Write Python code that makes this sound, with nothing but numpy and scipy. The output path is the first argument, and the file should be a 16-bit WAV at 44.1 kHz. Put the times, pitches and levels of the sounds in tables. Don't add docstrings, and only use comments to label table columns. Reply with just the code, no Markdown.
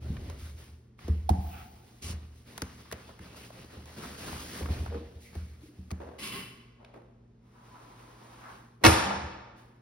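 import sys
import numpy as np
from scipy import signal
from scipy.fft import rfft, irfft, next_fast_len
from scipy.io import wavfile
from scipy.ndimage import uniform_filter1d, map_coordinates

SR = 44100
rng = np.random.default_rng(int(sys.argv[2]) if len(sys.argv) > 2 else 0)


def waveform_to_disk(signal):
    frames = np.transpose(np.atleast_2d(signal))
    scaled = np.clip(frames, -1, 1) * 32767
    samples = np.round(scaled).astype(np.int16)
    wavfile.write(sys.argv[1], SR, samples)


N = 432621

# freq_hz, level_db
HUM_PARTIALS = [(59.6, -71.5), (119.6, -61), (237.5, -71.5), (352, -83.5), (393, -91)]
AIR_EQ = [(15, -83), (25, -45.5), (49, -5.5), (86, -20), (105, -12), (150, -18), (185, -15.5), (237, -13),
          (264, -23), (427, -20.5), (588, -33.5), (7280, -54.5), (15000, -78)]
# freq_hz, t60_s
ROOM_DECAY = [(60, 0.91), (250, 1.21), (1000, 1.24), (3500, 0.99), (6000, 0.85), (10000, 0.52),
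              (16000, 0.27)]
# freq_hz, left_right_likeness
CLOSE_IMAGE = [(130, 1), (380, 0.93), (700, 0.24), (2000, 0.53), (3000, 0.069), (5000, 0.37), (7000, 1),
               (13000, 0.99)]
DIFFUSE_IMAGE = [(130, 0.99), (290, 0.87), (640, 0.14), (2000, 0.38), (3000, 0.16), (5000, .35), (7000, 1),
                 (13000, 0.99)]
CRACK_IMAGE = [(130, 1), (400, 0.22), (700, 0.35), (1900, 0.88), (3100, 0.25), (7000, 0.74), (13000, 0.9)]

# start_s, length_s, fade_s, rub_db, hiss_db
CLOTH_STROKES = [(0.0, 0.35, 0.13, -57.5, -62), (0.367, 0.089, 0.11, -57, -54.5),
                 (0.556, 0.091, 0.072, -58, -58), (0.979, 0.11, 0.13, -57, -62.5),
                 (1.295, 0.35, 0.049, -61, -60), (1.697, 0.3, .05, -74, -69.5),
                 (2.01, 0.076, 0.092, -51.5, -75), (2.33, .06, 0.08, -83, -67),
                 (2.447, 0.36, .05, -57.5, -60.5), (2.83, 0.23, 0.096, -59, -66.5),
                 (3.057, 0.071, 0.065, -58.5, -64), (3.193, .14, .05, -56.5, -62),
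                 (3.345, 0.11, 0.045, -54, -53.5), (3.504, 0.14, 0.12, -56.5, -61),
                 (3.691, 0.12, 0.044, -55, -61), (3.85, 0.11, 0.055, -57, -59),
                 (3.956, 0.14, 0.14, -49, -51), (4.165, 0.24, 0.055, -46, -46.5),
                 (4.389, .21, 0.092, -47.5, -46.5), (4.683, 0.12, 0.081, -48.5, -52.5),
                 (4.857, 0.083, 0.11, -52.5, -66), (5.193, 0.051, 0.067, -79, -57),
                 (5.32, 0.047, 0.13, -59.5, -61), (5.596, 0.084, 0.035, -68, -64.5),
                 (9.552, 0.072, .09, -67, -69.5)]
# freq_hz, level_db
RUB_EQ = [(60, -26), (160, 14), (300, 7.5), (600, 2.5), (1200, 0.5), (2500, -4), (5000, -8), (12000, -42)]
FIBRE_EQ = [(500, -46), (2000, -1.5), (4800, 0.5), (7500, -2), (10500, -4), (16000, -6.5)]
# pitch_hz, width_hz, level_db
RIM_MODES = [(192, 70, 4), (390, 40, -2), (1100, 70, 0), (1500, 600, -13), (2030, 50, -2),
             (2280, 160, -3.5), (2710, 90, 1), (2990, 50, 3), (3000, 900, -12), (3410, 60, -5),
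             (3980, 70, -8), (4420, 200, -9), (5050, 450, -11.5)]
# start_s, length_s, level_db
LOAD_SHOVES = [(-0.01, 0.35, -40), (2.033, 0.081, -45), (4.605, 0.24, -38.5)]
# freq_hz, level_db
HOLLOW_EQ = [(25, -34), (50, -6), (66, -11), (77, 4.5), (90, -14), (110, -7), (150, -25), (190, -24),
             (300, -23.5), (700, -34), (2000, -109.5)]
# pitch_hz, level_db, t60_s
DRUM_MODES = [(65.5, -18, 0.62), (75.96, -0.5, 0.31), (105.5, -6, 0.13), (131, -14.5, 0.17),
              (187.1, -4.5, 0.21), (220, -12.5, 0.19), (255.4, -11, 0.23), (324, -7.5, 0.17),
              (439, -13, 0.18)]
# start_s, level_db,
# bright_hz, t60_ratio
DRUM_THUMPS = [(0.095, -26.5, 199, 0.95), (0.215, -27.5, 90, 1.1), (0.276, -33, 91, 1.5),
               (0.417, -31.5, 89.5, 1.7), (0.538, -35.5, 90, 1), (0.719, -38, 84, 0.91),
               (1.041, -32.5, 80, 1.5), (1.092, -10, 78, 1.02), (1.304, -12, 177, 0.61),
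               (1.379, -24, 130, 0.93), (2.036, -32, 201, 0.34), (2.095, -30, 150, 1),
               (2.132, -29, 90, 1.1), (2.622, -29.5, 364, 0.56), (2.931, -37.5, 248, 0.5),
               (3.196, -40, 302, 0.73), (3.769, -42.5, 250, 1.6), (4.325, -36, 260, .5),
               (4.616, -28, 170, 0.76), (4.698, -19.5, 200, 0.5), (4.793, -25.5, 110, 0.73),
               (4.883, -27, 98, 1.07), (5.154, -33, 83.5, 0.73), (5.361, -27, 110.3, 1.03),
               (5.41, -28, 80, 1.04), (5.785, -35, 176, 1.25), (5.917, -26.5, 188, 0.99),
               (9.156, -34, 80, 0.87), (9.234, -31.5, 100, 0.66), (9.358, -36, 75, 0.51)]
# start_s, pitch_hz, level_db, fade_s
SHELL_NOTES = [(.1, 149, -35, 0.035), (1.292, 777, -23, 0.0043), (1.293, 1080, -33, .004),
               (1.312, 178, -30, .04), (2.62, 341, -30.5, 0.0081), (4.915, 470, -42.5, .12),
               (4.942, 456, -34.5, 0.023), (4.952, 309, -33.5, 0.016), (5.007, 317, -41, 0.018),
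               (5.633, 307, -43, 0.014), (5.685, 297, -50.5, 0.033), (9.06, 200.3, -34, 0.11)]
# start_s, level_db, body_hz, treble_db
CLOTH_FLAPS = [(0.167, -36.5, 1670, -26), (0.298, -35, 716, -4), (0.99, -41.5, 1450, -19),
               (1.08, -26, 325, -17.5), (1.292, -27, 587, -0.5), (1.299, -21, 208, -18),
               (2.578, -32.5, 1060, 5), (2.619, -26.5, 1150, 4.5), (2.914, -31, 1500, -4),
               (2.924, -28, 435, -3), (2.926, -28.5, 1490, -16), (3.052, -48, 400, -12),
               (3.091, -38.5, 606, -20), (3.191, -40, 1330, -10), (3.344, -44, 845, -18),
               (3.503, -39.5, 620, -14), (3.734, -42, 403, -15), (3.775, -46, 1000, -16),
               (3.856, -48, 600, 3), (4.036, -37, 1230, -13), (4.238, -41, 450, -17),
               (4.275, -40, 1200, -14), (4.328, -32, 900, -15), (4.63, -35, 700, -20),
               (4.608, -28, 295, -23), (4.657, -29.5, 1020, -19), (4.686, -30.5, 700, -26),
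               (4.765, -38, 1300, -20), (4.861, -32, 850, -17), (4.943, -35.5, 900, -22),
               (5.33, -46, 1000, -11), (5.352, -33.5, 426, -13), (5.906, -33.5, 1230, -6),
               (5.913, -31, 487, -4.5), (6.847, -41.5, 2400, -17), (6.94, -47, 800, -27)]
# start_s, level_db, rise_s, fade_s, centre_hz, width_octaves
SCUFFS_AND_HISS = [(1.291, -24, 0.0022, .006, 786, .14), (1.3, -50, .004, 0.06, 695, 0.47),
                   (1.38, -56.5, .08, 0.13, 14500, .25), (1.49, -55.5, 0.065, 0.03, 1340, 0.25),
                   (1.479, -57.5, 0.071, 0.029, 2560, .4), (3.37, -59, .04, .02, 2500, .35),
                   (3.99, -49, .035, 0.023, 1170, 0.56), (4.9, -49, 0.028, 0.025, 653, 0.43),
                   (5.23, -62, 0.018, 0.17, 2170, .2), (6.001, -44, 0.0019, 0.15, 460, 0.99),
                   (6.78, -58.5, 0.03, 0.15, 620, 0.84), (6.936, -50, 0.003, 0.085, 437, 1.01),
                   (7.545, -64, .015, .08, 1060, 0.51), (7.735, -56, .012, .09, 1040, 0.49),
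                   (8.405, -50, 0.04, .085, 1126, 0.6), (8.806, -41, 0.033, .02, 280, 1.22)]
# start_s, length_s, fade_s, rim_db, tilt_db_per_octave, hiss_db, hiss_hz, send_db
RIM_RASPS = [(2.017, 0.099, 0.018, -48.5, 9, -46.5, 6500, -22),
             (6.183, 0.066, 0.041, -43.5, 2.5, -50.5, 8100, -5),
             (6.225, 0.055, 0.055, -40, 3, -48, 9500, -6.5),
             (6.315, 0.067, 0.069, -40, -2, -49, 10300, -9.5)]

# freq_hz, level_db
SWISH_EQ = [(80, -19), (250, 2.5), (600, -1), (1000, 3.5), (1600, -6), (3000, -11.5), (5500, -15.5),
            (16000, -26)]
# start_s, level_db, tilt_db_per_octave
SLAM_HITS = [(8.8376, -18.5, 1), (8.8404, -12.5, 0), (8.8492, -9, 0.5), (8.8528, -10.5, 0),
             (8.860, -13.5, 1), (8.8643, -6.5, 0), (8.869, -14, -1.5)]
# freq_hz, level_db
CRACK_EQ = [(30, -29), (70, -4), (250, -3.5), (500, -2), (950, 1.5), (1900, -0.5), (2600, -4), (3200, -7),
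            (4200, -6.5), (6000, -9.5), (11000, -13.5), (16000, -22)]
SLAM_REVERB_EQ = [(100, -1), (240, -1.5), (350, 3.5), (900, 2), (1600, -2), (2500, -1), (3300, 1),
                  (4500, 0.5), (9000, 0.5)]
# pitch_hz, level_db, t60_s
DOOR_MODES = [(104, -8, .33), (127, -13, .35), (162, -15, .4), (193, -19, .35), (241, -13, .3),
              (323, -1.5, .28), (353, -9, .25), (477, -6, .3), (575, -12, .22), (729, -4, .22),
              (907, -1, .15), (967, -2, .15), (1130, -13, .25), (1370, 1, .13), (1705, -8, .12),
              (1863, 1, .1), (2208, -4, .13), (2574, -6, .11), (2627, -1, .11), (2870, -7, .12),
              (3445, -15, .16), (3920, -13, .08), (4260, -9, .09), (5153, -10, .1), (5370, -13, .08),
              (5950, -12, .09)]
# start_s, level_db, fade_s
SLAM_TAIL_SWELLS = [(8.97, -32, .025), (9.06, -31.5, 0.038), (9.102, -34.5, 0.046)]
# freq_hz, lead_radians
PORT_LEAD = [(250, 0), (850, -1.2), (1400, -.8), (2000, .2), (3800, .6), (5400, 1.2), (6200, 2),
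             (7300, 3.1), (8200, 3.7), (9000, 5.1), (10000, 6.2), (11000, 6.6), (12000, 7.9), (13200, 9.3),
             (14600, 10), (15600, 12.2)]

STROKE_RISE_S, RASP_RISE_S = 0.029, 0.0095


def amp(db):
    return 10 ** (np.asarray(db) / 20)


def unit(x):
    return x / np.sqrt(np.mean(x ** 2) + 1e-20)


def along(points, hz):
    freqs, values = np.transpose(points)
    return np.interp(np.log(hz + 1), np.log(freqs + 1), values)


def wobble(rate_hz):
    knots = rng.standard_normal(int(N * rate_hz / SR) + 4)
    return map_coordinates(knots, [np.arange(N) * rate_hz / SR])


def gesture(start, length, rise, fade):
    t = np.arange(N) / SR - start
    return np.clip(t / rise, 0, 1) * np.exp(-np.clip((t - length) / fade, 0, 20))


def noise(colour, image, size=N):
    padded = next_fast_len(size, True)
    hz = np.fft.rfftfreq(padded, 1 / SR)
    width = np.arccos(np.clip(along(image, hz), -1, 1)) / 2
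    white = rfft(rng.standard_normal((2, padded)))
    mid, side = irfft(white * amp(colour(hz)) * [np.cos(width), np.sin(width)], padded)[:, :size]
    return unit(np.array([mid + side, mid - side]))


def eq(points):
    return lambda hz: along(points, hz)


def hump(centre_hz, octaves):
    return lambda hz: -40 * np.log10(1 + (np.log2((hz + 1) / centre_hz) / octaves) ** 2 / 2)


def patchy(x, depth_db):
    spectrum = signal.stft(x, nperseg=512)[2]
    patches = uniform_filter1d(rng.standard_normal(spectrum.shape[1:]), size=5, axis=0)
    patches = unit(uniform_filter1d(patches, size=9, axis=1))
    return unit(signal.istft(spectrum * amp(depth_db * patches), nperseg=512)[1][:, :N])


def ring(modes, t, scatter_db):
    hz, db, t60 = np.transpose(modes)[:, :, None]
    struck_db = db + scatter_db * rng.standard_normal(db.shape)
    return np.sum(amp(struck_db - 60 * t / t60) * np.sin(2 * np.pi * hz * t), axis=0)


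def add(track, start, sound):
    part = track[:, round(start * SR):][:, :sound.shape[-1]]
    part += sound[..., :part.shape[-1]]


def reverb(x, colour=np.zeros_like):
    hz, t, spectrum = signal.stft(noise(colour, DIFFUSE_IMAGE, size=SR), SR, nperseg=256)
    decay = amp(-60 * t / along(ROOM_DECAY, hz)[:, None])
    tail = signal.istft(spectrum * decay, SR, nperseg=256)[1]
    tail *= 1 - np.exp(-np.arange(tail.shape[1]) / SR / 0.0045)
    return signal.fftconvolve(x.mean(0)[None], tail / np.linalg.norm(tail[0]), axes=1)


def room_tone():
    t, hum = np.arange(N) / SR, 0
    for hz, db in HUM_PARTIALS:
        level = amp(db + 1.2 * wobble(1.9))
        hum += level * np.sqrt(2) * np.sin(2 * np.pi * hz * t + 0.42 * wobble(0.85))
    return hum + amp(-61) * noise(eq(AIR_EQ), DIFFUSE_IMAGE)


def stroke_envelopes():
    brushing = amp(-69.5) * gesture(start=0.97, length=4.85, rise=STROKE_RISE_S, fade=0.35)
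    rub_power, hiss_power = brushing ** 2, brushing ** 2
    for start, length, fade, rub_db, hiss_db in CLOTH_STROKES:
        stroke = gesture(start, length, STROKE_RISE_S, fade)
        rub_power += (amp(rub_db) * stroke) ** 2
        hiss_power += (amp(hiss_db) * stroke) ** 2
    return np.sqrt(rub_power), np.sqrt(hiss_power)


def rim_colour(hz):
    peaks = (amp(db) ** 2 / (1 + (2 * (hz - pitch) / width) ** 2) for pitch, width, db in RIM_MODES)
    return 10 * np.log10(sum(peaks))


def rustle(rub_gain, hiss_gain):
    pressure_db = 1.2 * wobble(22)
    catches_db = 1.5 * np.maximum(wobble(240) - 1.3, 0)
    grain = amp(2.5 + 1.1 * wobble(120))
    folds = patchy(noise(eq(RUB_EQ), CLOSE_IMAGE), depth_db=2)
    rub = rub_gain * grain * folds
    scrape = rub_gain * amp(-12.5 + 2 * wobble(35)) * noise(rim_colour, CLOSE_IMAGE)
    hiss = hiss_gain * amp(-0.93 + 1.05 * wobble(590)) * noise(eq(FIBRE_EQ), CLOSE_IMAGE)
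    return amp(pressure_db + catches_db) * (rub + scrape + hiss)


def seam_knocks(rub_gain, per_s=18, centre_hz=850, spread_octaves=0.5, t60_s=0.03):
    out, t = np.zeros((2, N)), np.arange(SR // 10) / SR
    starts = rng.uniform(0, N / SR, int(per_s * N / SR))
    envelope = (1 - np.exp(-t / 0.0013)) * amp(-60 * t / t60_s)
    for start, (pitch, force, pan_db) in zip(starts, rng.standard_normal((len(starts), 3))):
        tap = envelope * np.sin(2 * np.pi * centre_hz * 2 ** (spread_octaves * pitch) * t)
        add(out, start, amp(4 + 2.5 * force + np.array([[pan_db], [-pan_db]])) * tap)
    return out * rub_gain


def drum_murmur(rub_gain):
    shoves = sum(amp(db) * gesture(start, length, rise=0.039, fade=0.049)
                 for start, length, db in LOAD_SHOVES)
    return (amp(-3.5) * rub_gain + shoves) * noise(eq(HOLLOW_EQ), image=[(130, 1), (400, 0.87)])


def thump(bright_hz, t60_ratio, rise_cycles=0.79):
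    t = np.arange(SR * 3 // 4) / SR
    modes = [(hz, db - 10 * np.log10(1 + (hz / bright_hz) ** 4), t60 * t60_ratio)
             for hz, db, t60 in DRUM_MODES]
    outward = ring(modes[:2] + modes[4::2], t, scatter_db=1.5)
    inward = ring(modes[2:3] + modes[3::2], t, scatter_db=2)
    attack = 1 - np.exp(-t * bright_hz / rise_cycles)
    return attack * (outward - inward)


def drum_thumps():
    out = np.zeros((2, N))
    for start, db, bright_hz, t60_ratio in DRUM_THUMPS:
        add(out, start, amp(db) * thump(bright_hz, t60_ratio))
    return out


def shell_notes(waver_radians=0.8):
    out, t = np.zeros((2, N)), np.arange(SR * 3 // 4) / SR
    for start, hz, db, fade in SHELL_NOTES:
        note = np.sqrt(2) * np.sin(2 * np.pi * hz * t + waver_radians * wobble(240)[:len(t)])
        add(out, start, amp(db) * note * (1 - np.exp(-t / 0.0022)) * np.exp(-t / fade))
    return out


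def flaps():
    out, t = np.zeros((2, N)), np.arange(SR // 8) / SR
    drum_echo = amp(-17.5) * np.exp(-t / 0.13)
    for start, db, body_hz, treble_db in CLOTH_FLAPS:
        snap_s = 0.003 * (600 / body_hz) ** 0.56
        age = t / snap_s
        tick = amp(treble_db) * noise(eq(FIBRE_EQ), CLOSE_IMAGE, len(t))
        tick *= (1 - np.exp(-t / 0.00062)) * np.exp(-age)
        slap = noise(hump(body_hz, octaves=0.81), CLOSE_IMAGE, len(t))
        slap *= age * np.exp(1 - age) + drum_echo
        add(out, start, amp(db) * (0.9 * tick + 0.34 * slap))
    return out


def scuffs_and_hiss():
    out, t = np.zeros((2, N)), np.arange(SR) / SR
    for start, db, rise, fade, centre_hz, octaves in SCUFFS_AND_HISS:
        envelope = np.minimum(t / rise, 1) * np.exp(-np.maximum(t - 2 * rise, 0) / fade)
        add(out, start, amp(db) * envelope * noise(hump(centre_hz, octaves), DIFFUSE_IMAGE, len(t)))
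    return out * amp(1.7 * wobble(300))


def rasps():
    direct, send = np.zeros((2, N)), np.zeros((2, N))
    for start, length, fade, rim_db, tilt, hiss_db, hiss_hz, send_db in RIM_RASPS:
        colour = lambda hz: rim_colour(hz) + tilt * np.log2(1 + hz / 2000)
        rim = amp(rim_db) * noise(colour, CLOSE_IMAGE, size=SR)
        hiss = amp(hiss_db) * noise(hump(hiss_hz, octaves=0.73), CLOSE_IMAGE, size=SR)
        envelope = gesture(0, length, RASP_RISE_S, fade) * amp(0.89 * wobble(457))
        drag = (rim + hiss) * envelope[:SR]
        add(direct, start, drag)
        add(send, start, amp(send_db) * drag)
    return direct, send


def rim_note():
    envelope = gesture(start=6.33, length=RASP_RISE_S, rise=RASP_RISE_S, fade=0.15)
    return amp(-55) * envelope * noise(hump(3010, octaves=0.0087), DIFFUSE_IMAGE)


def door_swing(start_s=7.386, length_s=1.176, swell_db_per_s=3.5):
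    speed_db = swell_db_per_s * (np.arange(N) / SR - start_s - length_s / 2)
    envelope = gesture(start_s, length_s, rise=0.4, fade=0.1) * amp(-55 + speed_db + 1.1 * wobble(24))
    return envelope * patchy(noise(eq(SWISH_EQ), DIFFUSE_IMAGE), depth_db=0.5)


def hinge_whine():
    turning = gesture(start=7.55, length=0.5, rise=0.037, fade=0.25)
    return turning * amp(-64 + 2 * wobble(4.6)) * noise(hump(1000, octaves=0.02), DIFFUSE_IMAGE)


def door_colour(hz, peak_db=8, width_hz=70):
    offset_hz = np.min([np.abs(hz - mode[0]) for mode in DOOR_MODES], axis=0)
    return peak_db / (1 + (offset_hz / width_hz) ** 2)


def slam_cracks():
    out, t = np.zeros((2, N)), np.arange(SR // 2) / SR
    envelope = np.exp(-t / 0.004) + amp(-24) * np.exp(-t / 0.03)
    for start, db, tilt in SLAM_HITS:
        colour = lambda hz: along(CRACK_EQ, hz) + tilt * np.log2(1 + hz / 300)
        crack = amp(db) * envelope * noise(lambda hz: colour(hz) + door_colour(hz), CRACK_IMAGE, len(t))
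        cabinet = amp(db) * envelope * noise(colour, CRACK_IMAGE, len(t))
        add(out, start, crack)
        add(out, start, reverb(amp(-5) * cabinet, eq(SLAM_REVERB_EQ)))
    return out


def door_ring():
    out, t = np.zeros((2, N)), np.arange(SR // 2) / SR
    swell = 1 - np.exp(-(t / 0.013) ** 2)
    mid = amp(-10) * swell * ring(DOOR_MODES, t, scatter_db=1)
    side = amp(-18) * np.imag(signal.hilbert(swell * ring(DOOR_MODES[4:], t, scatter_db=1)))
    ringing = np.array([mid + side, mid - side])
    first_hit_s = SLAM_HITS[0][0]
    add(out, first_hit_s, ringing)
    add(out, first_hit_s, reverb(amp(-15) * ringing))
    return out


def slam_boom(start_s=8.872):
    out = np.zeros((2, N))
    boom = amp(-12.5) * thump(bright_hz=130, t60_ratio=0.74)
    add(out, start_s, boom)
    add(out, start_s, reverb(amp(-13.5) * boom[None]))
    return out


def slam_tail_swells():
    colour = lambda hz: hump(900, octaves=0.65)(hz) + door_colour(hz) / 2
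    envelope = sum(amp(db) * gesture(start, length=0.008, rise=0.008, fade=fade)
                   for start, db, fade in SLAM_TAIL_SWELLS)
    return envelope * noise(colour, DIFFUSE_IMAGE)


def scene():
    rub_gain, hiss_gain = stroke_envelopes()
    cloth = rustle(rub_gain, hiss_gain) + seam_knocks(rub_gain) + flaps()
    drum = drum_murmur(rub_gain) + drum_thumps() + shell_notes()
    accents = scuffs_and_hiss()
    drags, drag_send = rasps()
    walls = reverb(amp(-16) * (cloth + drum) + amp(-11) * accents + drag_send)[:, :N]
    door = door_swing() + hinge_whine() + slam_cracks() + door_ring() + slam_boom()
    swells = slam_tail_swells()
    return room_tone() + cloth + drum + accents + drags + rim_note() + walls + door + swells


def record(dry):
    size = next_fast_len(N + SR // 2)
    phase = along(PORT_LEAD, np.fft.rfftfreq(size, 1 / SR)) / 2
    x = irfft(rfft(dry, size) * np.exp(1j * np.array([phase, -phase])), size)[:, :N]
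    x = signal.sosfilt(signal.butter(2, 42, "high", fs=SR, output="sos"), x)
    x = x / (1 + np.abs(x / 0.9) ** 6) ** (1 / 6)
    return signal.sosfiltfilt(signal.butter(16, 16000, fs=SR, output="sos"), x)


dry = scene()
out = record(dry)
waveform_to_disk(out)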